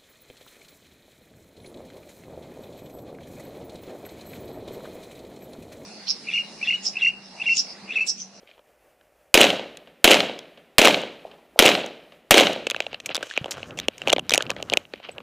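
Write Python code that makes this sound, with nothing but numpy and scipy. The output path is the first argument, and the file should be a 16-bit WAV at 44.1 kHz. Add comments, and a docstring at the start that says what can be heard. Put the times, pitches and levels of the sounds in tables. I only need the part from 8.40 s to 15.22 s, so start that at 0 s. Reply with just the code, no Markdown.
"""Pistol and reload in a gravel bay

Place: a gravel bay between earth banks; five pistol shots, then a reload on the move, a far gun thudding.
Microphone: head-worn, in the small housing of a camera that rings with every push and clips on the blasts.
Each shot is a noise burst plus the same string of echoes from boards and banks and a scattered tail.
Knocks of magazine, gear and mount are short noise pushes; clothes and feet are noise that swells and jolts.
"""
import sys
import numpy as np
from scipy import signal
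from scipy.fft import rfft, irfft
from scipy.io import wavfile
from scipy.ndimage import uniform_filter1d

SR = 44100
rng = np.random.default_rng(int(sys.argv[2]) if len(sys.argv) > 2 else 0)


def generate_wav(signal):
    """Clip the signal to [-1, 1] and save it as 16-bit WAV at the path in sys.argv[1]."""
    frames = np.transpose(np.atleast_2d(signal))
    scaled = np.clip(frames, -1, 1) * 32767
    pcm = np.round(scaled).astype(np.int16)
    wavfile.write(sys.argv[1], SR, pcm)


N = 300762
T = np.arange(N) / SR  # time [s]


def undb(db):
    """Level in dB to amplitude."""
    return 10 ** (np.asarray(db) / 20)


def unit(x):
    """Scale to an rms of 1."""
    return x / np.sqrt(np.mean(x ** 2))


def peak(x):
    """Scale each row to a peak of 1."""
    return x / np.abs(x).max(axis=-1, keepdims=True)


def band(x, lo_hz, hi_hz):
    """Band-pass, scaled to an rms of 1."""
    return unit(signal.sosfilt(signal.butter(2, (lo_hz, hi_hz), "band", fs=SR, output="sos"), x))


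def walk(rate, size):
    """Random level that slides to a new value every 1 / rate seconds; spread near 1.4."""
    hold = int(SR / rate)
    steps = np.repeat(rng.standard_normal(size // hold + 1), hold)
    return 1.68 * uniform_filter1d(steps, hold)[:size]


LOW_CUT_HZ = 241


def response(modes, rise_ms):
    """Sum of decaying resonances with a soft start; white noise through it keeps its rms."""
    t = T[:1024]
    h = sum(undb(db) * np.sqrt(width) * np.exp(-np.pi * width * t) * np.sin(2 * np.pi * hz * t)
            for hz, width, db in modes)
    h = h * (1 - np.exp(-1000 * t / rise_ms))
    h = signal.sosfilt(signal.butter(4, LOW_CUT_HZ, "high", fs=SR, output="sos"), h)
    # steep fall above the last resonance listed
    high_cut_hz = min(1.5 * modes[-1][0], .45 * SR)
    h = signal.sosfilt(signal.butter(4, high_cut_hz, fs=SR, output="sos"), h)
    return h / np.sqrt(np.sum(h ** 2))


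# Resonances of the microphone housing in four bands: (frequency [Hz], width [Hz], level [dB])
BOOM_MODES = [(283, 170, -8.5), (460, 210, -1.5), (565.6, 201, 14), (720, 130, -1)]
CRACK_MODES = [(1700, 600, -4), (2447, 500, 3), (2920, 695, 11.5), (3770, 180, -5.5)]
SIZZLE_MODES = [(6040, 2200, 7), (6630, 2100, 1.5)]
TOP_MODES = [(10300, 4700, 0), (13800, 20000, -1)]
RISE_MS = (0.29, 0.097, 0.097, 0.011)  # boom, crack, sizzle, top


def ring(tracks):
    """Boom, crack, sizzle and top pressure ring the camera housing around the microphone."""
    bands = (BOOM_MODES, CRACK_MODES, SIZZLE_MODES, TOP_MODES)
    body = [response(modes, rise_ms) for modes, rise_ms in zip(bands, RISE_MS)]
    body = np.reshape(body, (4,) + (1,) * (tracks.ndim - 2) + (-1,))
    return signal.fftconvolve(tracks, body, axes=-1)[..., :tracks.shape[-1]]


TOP_DB, SOFTNESS = -7.5, .3  # top against sizzle [dB]; dB lost for each dB that sizzle lies under crack


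def with_top(db):
    """Soft contacts are duller: the top level follows from boom, crack, sizzle levels."""
    return np.array([*db, db[2] + TOP_DB + SOFTNESS * np.minimum(db[2] - db[1], 0)])


PART_WIDTH_HZ, PART_DB = 270, -2.5


def knocks(rows, grain, size, part_hz=None):
    """Rough decaying pushes ring the housing; each struck part may add its own short ring.

    Rows: (time [s], boom, crack, sizzle peak [dB], spread [ms]); grain: (4, rows, samples).
    """
    rows = np.array(rows)
    length = grain.shape[-1]
    push = grain * np.exp(-1000 * T[:length] / np.maximum(rows[:, 4:], .1))
    rung = peak(ring(push))
    if part_hz is not None:
        t = T[:512]
        cycles = part_hz[:, None] * t
        part = np.minimum(cycles, 1) ** 2 * np.exp(-np.pi * PART_WIDTH_HZ * t) * np.sin(2 * np.pi * cycles)
        part_ring = peak(signal.fftconvolve(push[1], part, axes=-1)[:, :length])
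        rung[1] = peak(rung[1] + undb(PART_DB) * part_ring)  # joins the crack band
    gain = undb(with_top(rows[:, 1:4].T))
    out = np.zeros(size + length)
    for s, knock in zip(rows[:, 0], np.sum(rung * gain[..., None], axis=0)):
        start = int(s * SR)
        out[start:start + length] += knock
    return out[:size]


# Spectrum of the open air and circuit hiss: (frequency [Hz], density [dB per Hz, relative])
AIR_SPECTRUM = [(25, -11.5), (60, 0), (85, -14.5), (230, -16), (430, -9), (600, -3), (950, -16.5),
                (2500, -18.5), (3800, -29.5), (14800, -29.5), (16000, -38)]
AIR_DB = -62


def air():
    """Background all around: outdoor air and circuit hiss, shaped noise that gently wavers."""
    hz, db = np.transpose(AIR_SPECTRUM)
    gain = undb(np.interp(np.log(np.fft.rfftfreq(N, 1 / SR) + 1), np.log(hz), db))
    hiss = unit(irfft(rfft(rng.standard_normal(N)) * gain, N))
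    return hiss * undb(AIR_DB + walk(15, N))


FAR_GUN_S = 2.851, 3.160
FAR_GUN_DB, FAR_GUN_HZ = -16, 631
FAR_ECHO_DB, FAR_ECHO_T60_S = -27.5, 0.56  # echo level against the thud


def far_gun():
    """Far off, in another bay: dull decaying tones with noisy echoes trailing."""
    out = 0
    for s in FAR_GUN_S:
        t = np.maximum(T - s, 0)
        fade = np.minimum(t / 0.027, 1) * 1000. ** (-t / FAR_ECHO_T60_S)
        trail = fade * undb(FAR_ECHO_DB + 2.5 * walk(80, N)) * rng.standard_normal(N)
        low_trail = band(trail, 350., 900.) * np.std(trail)
        high_trail = undb(-12.0) * band(trail, 1200., 3500.) * np.std(trail)
        thud = np.sin(2 * np.pi * FAR_GUN_HZ * t) * np.exp(-t / 0.0021) * np.minimum(t / 0.002, 1)
        out = out + thud + low_trail + high_trail
    return undb(FAR_GUN_DB) * out


# The shooter moves, close to the microphone: (time [s], rustle level [dB], low jolt level [dB])
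MOVING_LEVELS = [(0, -78, -77), (.1, -57.5, -80), (.2, -72, -80), (.5, -93, -90.5), (4.1, -92, -90.5),
                 (4.2, -58, -55), (4.45, -51.5, -55.5), (4.58, -60, -61), (4.83, -45, -53),
                 (4.91, -39, -78), (5.02, -48.5, -49.5), (5.21, -46.5, -52), (5.33, -56.5, -48),
                 (5.44, -48.5, -49), (5.56, -61.5, -63), (5.7, -43.5, -40.5), (5.8, -65, -44.5),
                 (5.99, -42, -41.5), (6.13, -62, -44.5), (6.35, -46, -44.5), (6.47, -60, -67.5),
                 (6.54, -56, -52), (6.62, -61.5, -67), (6.76, -56, -51), (6.82, -67, -57)]
RUSTLE_SIZZLE_DB, RUSTLE_BOOM_DB = -14, 0.5
JOLT_SHARE = 0.54  # the boom follows both rustle and jolts
CLOTH_LOW_HZ, CLOTH_HIGH_HZ, CLOTH_DB = 970, 1700, -3  # level against the boom


def rustle():
    """Feet and clothes at the body: dense noise grains of uneven size; steps rumble through the mount."""
    s, *columns = np.transpose(MOVING_LEVELS)
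    crack_db, jolt_db = (np.interp(T, s, column) for column in columns)
    boom_db = RUSTLE_BOOM_DB + crack_db + JOLT_SHARE * (jolt_db - crack_db)
    sizzle_db = crack_db + RUSTLE_SIZZLE_DB
    grain = undb([1.0 * walk(350, N) + 3.5 * walk(30, N) for _ in range(4)])
    # now and then a stone cracks and stands out in all bands
    stones = np.repeat(rng.exponential(size=N // 40 + 1), 40)[:N]
    grain = grain * undb(2.5 * stones - 5.0)
    noise = rng.standard_normal((6, N))
    # clothes fill the gap between boom and crack
    cloth = band(noise[5], CLOTH_LOW_HZ, CLOTH_HIGH_HZ) * undb(boom_db + CLOTH_DB) * grain[0]
    steps = band(noise[4], 55.0, 290.0) * undb(jolt_db + 3 * walk(20, N))
    gain = undb(with_top(np.array([boom_db, crack_db, sizzle_db])))
    return ring(gain * grain * noise[:4]).sum(axis=0) + steps + cloth


# Thin steel and brass rings, and one low thump of the mount:
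# (time [s], frequency [Hz], level [dB], decay by 60 dB [s])
PING_TONES = [(5.013, 142, -26.5, 0.071), (5.958, 6700, -34, 0.1), (6.715, 7970, -46.5, 0.063)]


def pings():
    """Lone tones that waver in level and die away."""
    t = T[:SR // 4]
    out = np.zeros(N + len(t))
    for s, hz, db, t60 in PING_TONES:
        start = int(s * SR)
        out[start:start + len(t)] += undb(db) * np.sin(2 * np.pi * hz * t) * 1000. ** (-t / t60)
    return out[:N] * undb(4.6 * walk(90, N))


# Spent cases, gun, magazine, gear and mount knock:
# (time [s], crack [dB], boom [dB], sizzle [dB], spread [ms], ring of the struck part [Hz])
HANDLING_KNOCKS = [(0.03, -54, -42, -75, 2.4, 1250), (.074, -42, -59, -65, 1.8, 2320),
                   (.0907, -45, -47, -68, 1.9, 2730), (.113, -38, -65, -73, 1.7, 2390),
                   (.179, -48, -43.5, -73, 2.5, 2400), (.192, -44, -45, -72, 2, 1570),
                   (0.611, -49, -54, -69, 2.4, 1560), (1.3718, -30, -56, -30, 1.2, 3440),
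                   (1.99, -28.5, -37, -30, 1.04, 3350), (2.617, -31, -29, -32, 1.5, 2840),
                   (3.462, -34, -27, -28.5, 1.9, 3620), (4.1305, -35, -42, -28, 1.7, 2900),
                   (4.2684, -10, -17.5, -23.5, 2.3, 2600), (4.3005, -10, -44, -14, 0.49, 3780),
                   (4.3098, -15, -32, -13.5, 0.56, 3300), (4.3149, -14, -25, -39, 1.4, 2600),
                   (4.3459, -13.5, -26, -31, 0.46, 1690), (4.3633, -16.5, -24, -31, 1.2, 2600),
                   (4.404, -5, -16, -16.5, 0.32, 2470), (4.4224, -23.5, -45, -41, .94, 2820),
                   (4.4657, -17.5, -23, -41, 1, 2730), (4.5298, -24, -26.5, -40, 1.2, 2720),
                   (4.5436, -19, -31.5, -40, 1.7, 2630), (4.601, -25, -41, -32.5, 2.3, 2500),
                   (4.6596, -18, -51, -19.5, 3.9, 2470), (4.6917, -18, -24, -40, 1.7, 2700),
                   (4.7024, -28.5, -23.5, -41, 1.8, 1640), (4.7467, -14, -32, -14, 0.62, 3720),
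                   (4.754, -13, -29, -14, 0.42, 3300), (4.7588, -16, -46, -35, 2.6, 3120),
                   (4.7659, -15, -48, -14.5, 0.8, 3740), (4.7778, -23, -23.5, -46, 1.4, 2500),
                   (4.8276, -17, -23, -28, 4, 1540), (4.9, -26, -46, -39, 2.1, 3410),
                   (4.911, -20.5, -54, -45, 0.83, 1730), (4.9761, -6, -16, -19, 0.38, 2460),
                   (5.0437, -17.5, -25, -38, 0.56, 2800), (5.0581, -23.5, -20.5, -38, 2.5, 1140),
                   (5.109, -26, -37, -21, 10.5, 3020), (5.118, -20, -48, -28, 1.5, 3860),
                   (5.2298, -20, -31, -40, 1.2, 2680), (5.3077, -27.5, -51, -43, .77, 2700),
                   (5.3735, -29.5, -34, -35, 12, 2580), (5.3885, -15.5, -31, -19, 1, 3300),
                   (5.3992, -17, -49, -22, 1, 3560), (5.4837, -5.5, -11, -12.5, 0.69, 2590),
                   (5.5807, -31, -49, -30.5, 1.46, 2534), (5.6176, -18.5, -30, -32, 0.72, 2770),
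                   (5.6743, -5.5, -10, -17.5, 0.17, 2580), (5.6822, -14, -15, -21, 2.7, 2630),
                   (5.6955, -8.5, -39, -30, 2.1, 3480), (5.701, -7, -23, -14.5, 1, 2850),
                   (5.719, -17, -17, -33, 2.4, 2800), (5.7284, -6.5, -9, -5.5, 0.87, 2330),
                   (5.7313, -3.5, -5, -11.5, 1.34, 3130), (5.7629, -16.5, -16, -37, 1.9, 2300),
                   (5.7823, -15, -13.5, -35, 1.2, 2840), (5.7939, -13.5, -23, -24.5, 1.2, 2800),
                   (5.8947, -10.5, -45, -9, 0.7, 3790), (5.9068, -10, -41, -16, 1.1, 3840),
                   (5.9178, -15, -16, -19, 4.4, 2420), (5.9234, -8, -37, -19, 0.26, 3050),
                   (5.9374, -1, -18, -5.5, 2, 2490), (5.9458, -8, -16, -9.5, 2.2, 2770),
                   (5.9562, -12.5, -42, -16, 2, 2050), (5.9778, -4.5, -10.5, -2.5, 0.48, 2660),
                   (6.0058, -14, -23.5, -47, 2.5, 1620), (6.0238, -11.5, -30, -19, 0.5, 2840),
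                   (6.0655, -24.5, -44, -45, 0.85, 2680), (6.0953, -23, -28, -42, 11.6, 1170),
                   (6.1034, -9, -23, -15, 0.84, 2580), (6.1144, -22, -24, -31, 1, 1640),
                   (6.1643, -26.5, -28, -45, 2, 2170), (6.2003, -31.5, -24, -59, 3.1, 2300),
                   (6.2264, -15, -23, -21, 0.21, 2800), (6.299, -12.5, -36, -23, 0.54, 2810),
                   (6.3208, -19, -15, -41, 0.6, 2790), (6.328, -12.5, -16.5, -35, 1.1, 3000),
                   (6.3363, -4, -13.5, -11.5, 0.68, 2410), (6.372, -2, -15, -9.5, 1.1, 2630),
                   (6.4528, -31.5, -51, -62, 0.14, 2720), (6.5368, -20.5, -24.5, -43, 1.4, 2230),
                   (6.6004, -37, -34, -60, 1.5, 2350), (6.688, -29, -29.5, -58, 3.7, 2570),
                   (6.6925, -25.5, -33, -51, 0.54, 2620), (6.782, -22, -30.5, -40, 0.31, 2680),
                   (6.803, -34, -36, -57, 2.6, 1170)]


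def clacks():
    """Handling and reload: every knock rings the struck part and the same housing."""
    rows = np.array(HANDLING_KNOCKS)
    grain = np.moveaxis(rng.standard_normal((len(rows), 4, 2200)), 0, 1)
    boom_first = rows[:, [0, 2, 1, 3, 4]]
    return knocks(boom_first, grain, N, rows[:, 5])


SAME_AIR = .92, 0.61, .2, 0.07  # share of boom, crack, sizzle and top that repeats from shot to shot


def reshuffle(bay):
    """Moving air changes the fine grain of an echo pattern, most in the treble."""
    same = np.reshape(np.clip(SAME_AIR, 0, 1), (4,) + (1,) * (bay.ndim - 1))
    return same * bay + np.sqrt(1 - same ** 2) * rng.standard_normal(bay.shape)


GROUND_S, GROUND_DB = 0.0094, -14  # delay of the peak
BANKS_S, BANKS_DB, BUILD_DB_PER_S, FALL_DB_PER_S = 0.08, -16.5, 108.5, 119.5
LATE_DB, LATE_FALL_DB_PER_S = -64.5, 46.5  # slow tail: its level at the delay of the hill
HILL_S, HILL_FADE_S, HILL_DB = .532, 0.023, -57.5


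def scatter_db(t):
    """Scattered blast against delay: near ground at once, banks building and falling, a far slope once."""
    onset = np.minimum(t / GROUND_S, 1) ** 2
    near = undb(GROUND_DB) * (t / GROUND_S * np.exp(1 - t / GROUND_S)) ** 2
    banks_slope_db = np.minimum(BUILD_DB_PER_S * (t - BANKS_S), FALL_DB_PER_S * (BANKS_S - t))
    banks = undb(BANKS_DB + banks_slope_db) * onset
    rest = undb(LATE_DB - LATE_FALL_DB_PER_S * (t - HILL_S)) * onset
    hill = undb(HILL_DB) * np.exp(-np.abs(t - HILL_S) / HILL_FADE_S) * (t > HILL_S)
    return 10 * np.log10(near ** 2 + banks ** 2 + rest ** 2 + hill ** 2 + 1e-10)


# Pistol shots: (time [s], charge level [dB])
SHOT_TIMES = [(0.9418, -0.5), (1.6431, -0.5), (2.3825, -0.5), (3.19, -1), (3.9085, 0.)]
# Single reflectors, boards and banks: (delay [s], boom peak [dB], crack peak [dB], sizzle peak [dB])
REFLECTORS = [(.0079, -4, 1.5, -6), (0.0102, -5.5, -8, -16), (0.0332, -6, 1.5, -8.5),
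              (.035, -7.5, -3.5, -9.5), (.037, -7, -4, -12), (0.0449, -13, -6.5, -20),
              (.055, -6, -7.5, -24.5), (.0595, -8.5, -23, -17), (.064, -2, -22.5, -11),
              (0.0663, -19, -1.5, -6.5), (0.0711, -8.5, 12, -23), (.0756, -19.5, -7.5, -8),
              (.0853, -8.5, -2, -25), (0.0903, -17, 2, -10.5), (.0998, -4, -2, -10),
              (.1082, -20, -14.5, -17), (0.1155, -9.5, -27, -47), (.126, -18.5, -20, -24),
              (0.1468, -14.5, -31, -49), (0.1611, -23, -4.5, -23), (.2523, -21, -22, -78),
              (.531, -42, -38, -60)]
# Scatter of boom, crack, sizzle, top against the common level: (level [dB], tilt [dB per s of travel])
SCATTER_TILTS = [(-3, 14.5), (0, -0.5), (-11.5, -31), (-12, -69.5)]
# Bands that fill in late, against the common scatter level:
# (low edge [Hz], high edge [Hz], level [dB], tilt [dB per s of travel], build-up [s])
LATE_BANDS = [(159, 380, -11.5, 29.5, 0.1), (1060, 2900, -13, 25, 0.033), (3440, 4100, -13.5, 7, 0.023)]
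BLAST_MS, BLAST_DB = 3.7, (-1.5, 9, -3.5, -1)  # boom, crack, sizzle, top
SHOVE_DB, SHOVE_MS = -13, 7.9
SMEAR_MS, SMEAR_MS_PER_S = 0.56, 4.6  # far echoes arrive more smeared


def shots():
    """At arm's length: blast, single echoes and scatter; the bay answers every shot alike."""
    size = int(.95 * SR)
    t = T[:size]
    back_db = scatter_db(t)
    tilt_db = np.array([db + slope * t + 1.5 * walk(250, size) for db, slope in SCATTER_TILTS])
    scatter = undb(back_db + tilt_db)
    late = 0
    for lo, hi, db, slope, build_s in LATE_BANDS:
        level = undb(back_db + db + slope * t) * np.minimum(t / build_s, 1) ** 2
        late = late + band(rng.standard_normal(size), lo, hi) * level
    echoes = [(*echo, SMEAR_MS + SMEAR_MS_PER_S * echo[0]) for echo in REFLECTORS]
    ground = rng.standard_normal((4, size))
    boards = rng.standard_normal((4, len(echoes), 1200))
    # the blast shoves the membrane aside: it stalls after a few ms and creeps back
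    shove_time = 1000 * t / SHOVE_MS
    shove = undb(SHOVE_DB) * shove_time * np.exp(1 - shove_time)
    out = np.zeros(N)
    for s, db in SHOT_TIMES:
        grain = reshuffle(ground)
        blast = ring(undb(BLAST_DB)[:, None] * grain[:, :400]).sum(axis=0)
        blast = blast * (1000 * t[:400] < BLAST_MS)
        tail = ring(scatter * grain).sum(axis=0) + late
        shot = tail + knocks(echoes, reshuffle(boards), size) + shove
        shot[:len(blast)] += blast
        start = int(s * SR)
        out[start:start + size] += undb(db) * shot
    return out


def scene():
    """One microphone feeds both channels."""
    mono = shots() + clacks() + far_gun() + pings() + rustle() + air()
    return np.tile(mono, (2, 1))


CLIP, COUPLING_HZ, TOP_HZ = 0.73, 90., 15300  # clip level in amplitude


def record(dry):
    """Microphone chain: peaks clip, the coupling drains the deep bass and the top is cut."""
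    x = np.clip(dry, -CLIP, CLIP)
    x = signal.sosfilt(signal.butter(1, COUPLING_HZ, "high", fs=SR, output="sos"), x)
    x = signal.sosfilt(signal.ellip(7, .2, 55, TOP_HZ, fs=SR, output="sos"), x)
    return np.clip(x, -1, 1)


dry = scene()
out = record(dry)
generate_wav(out)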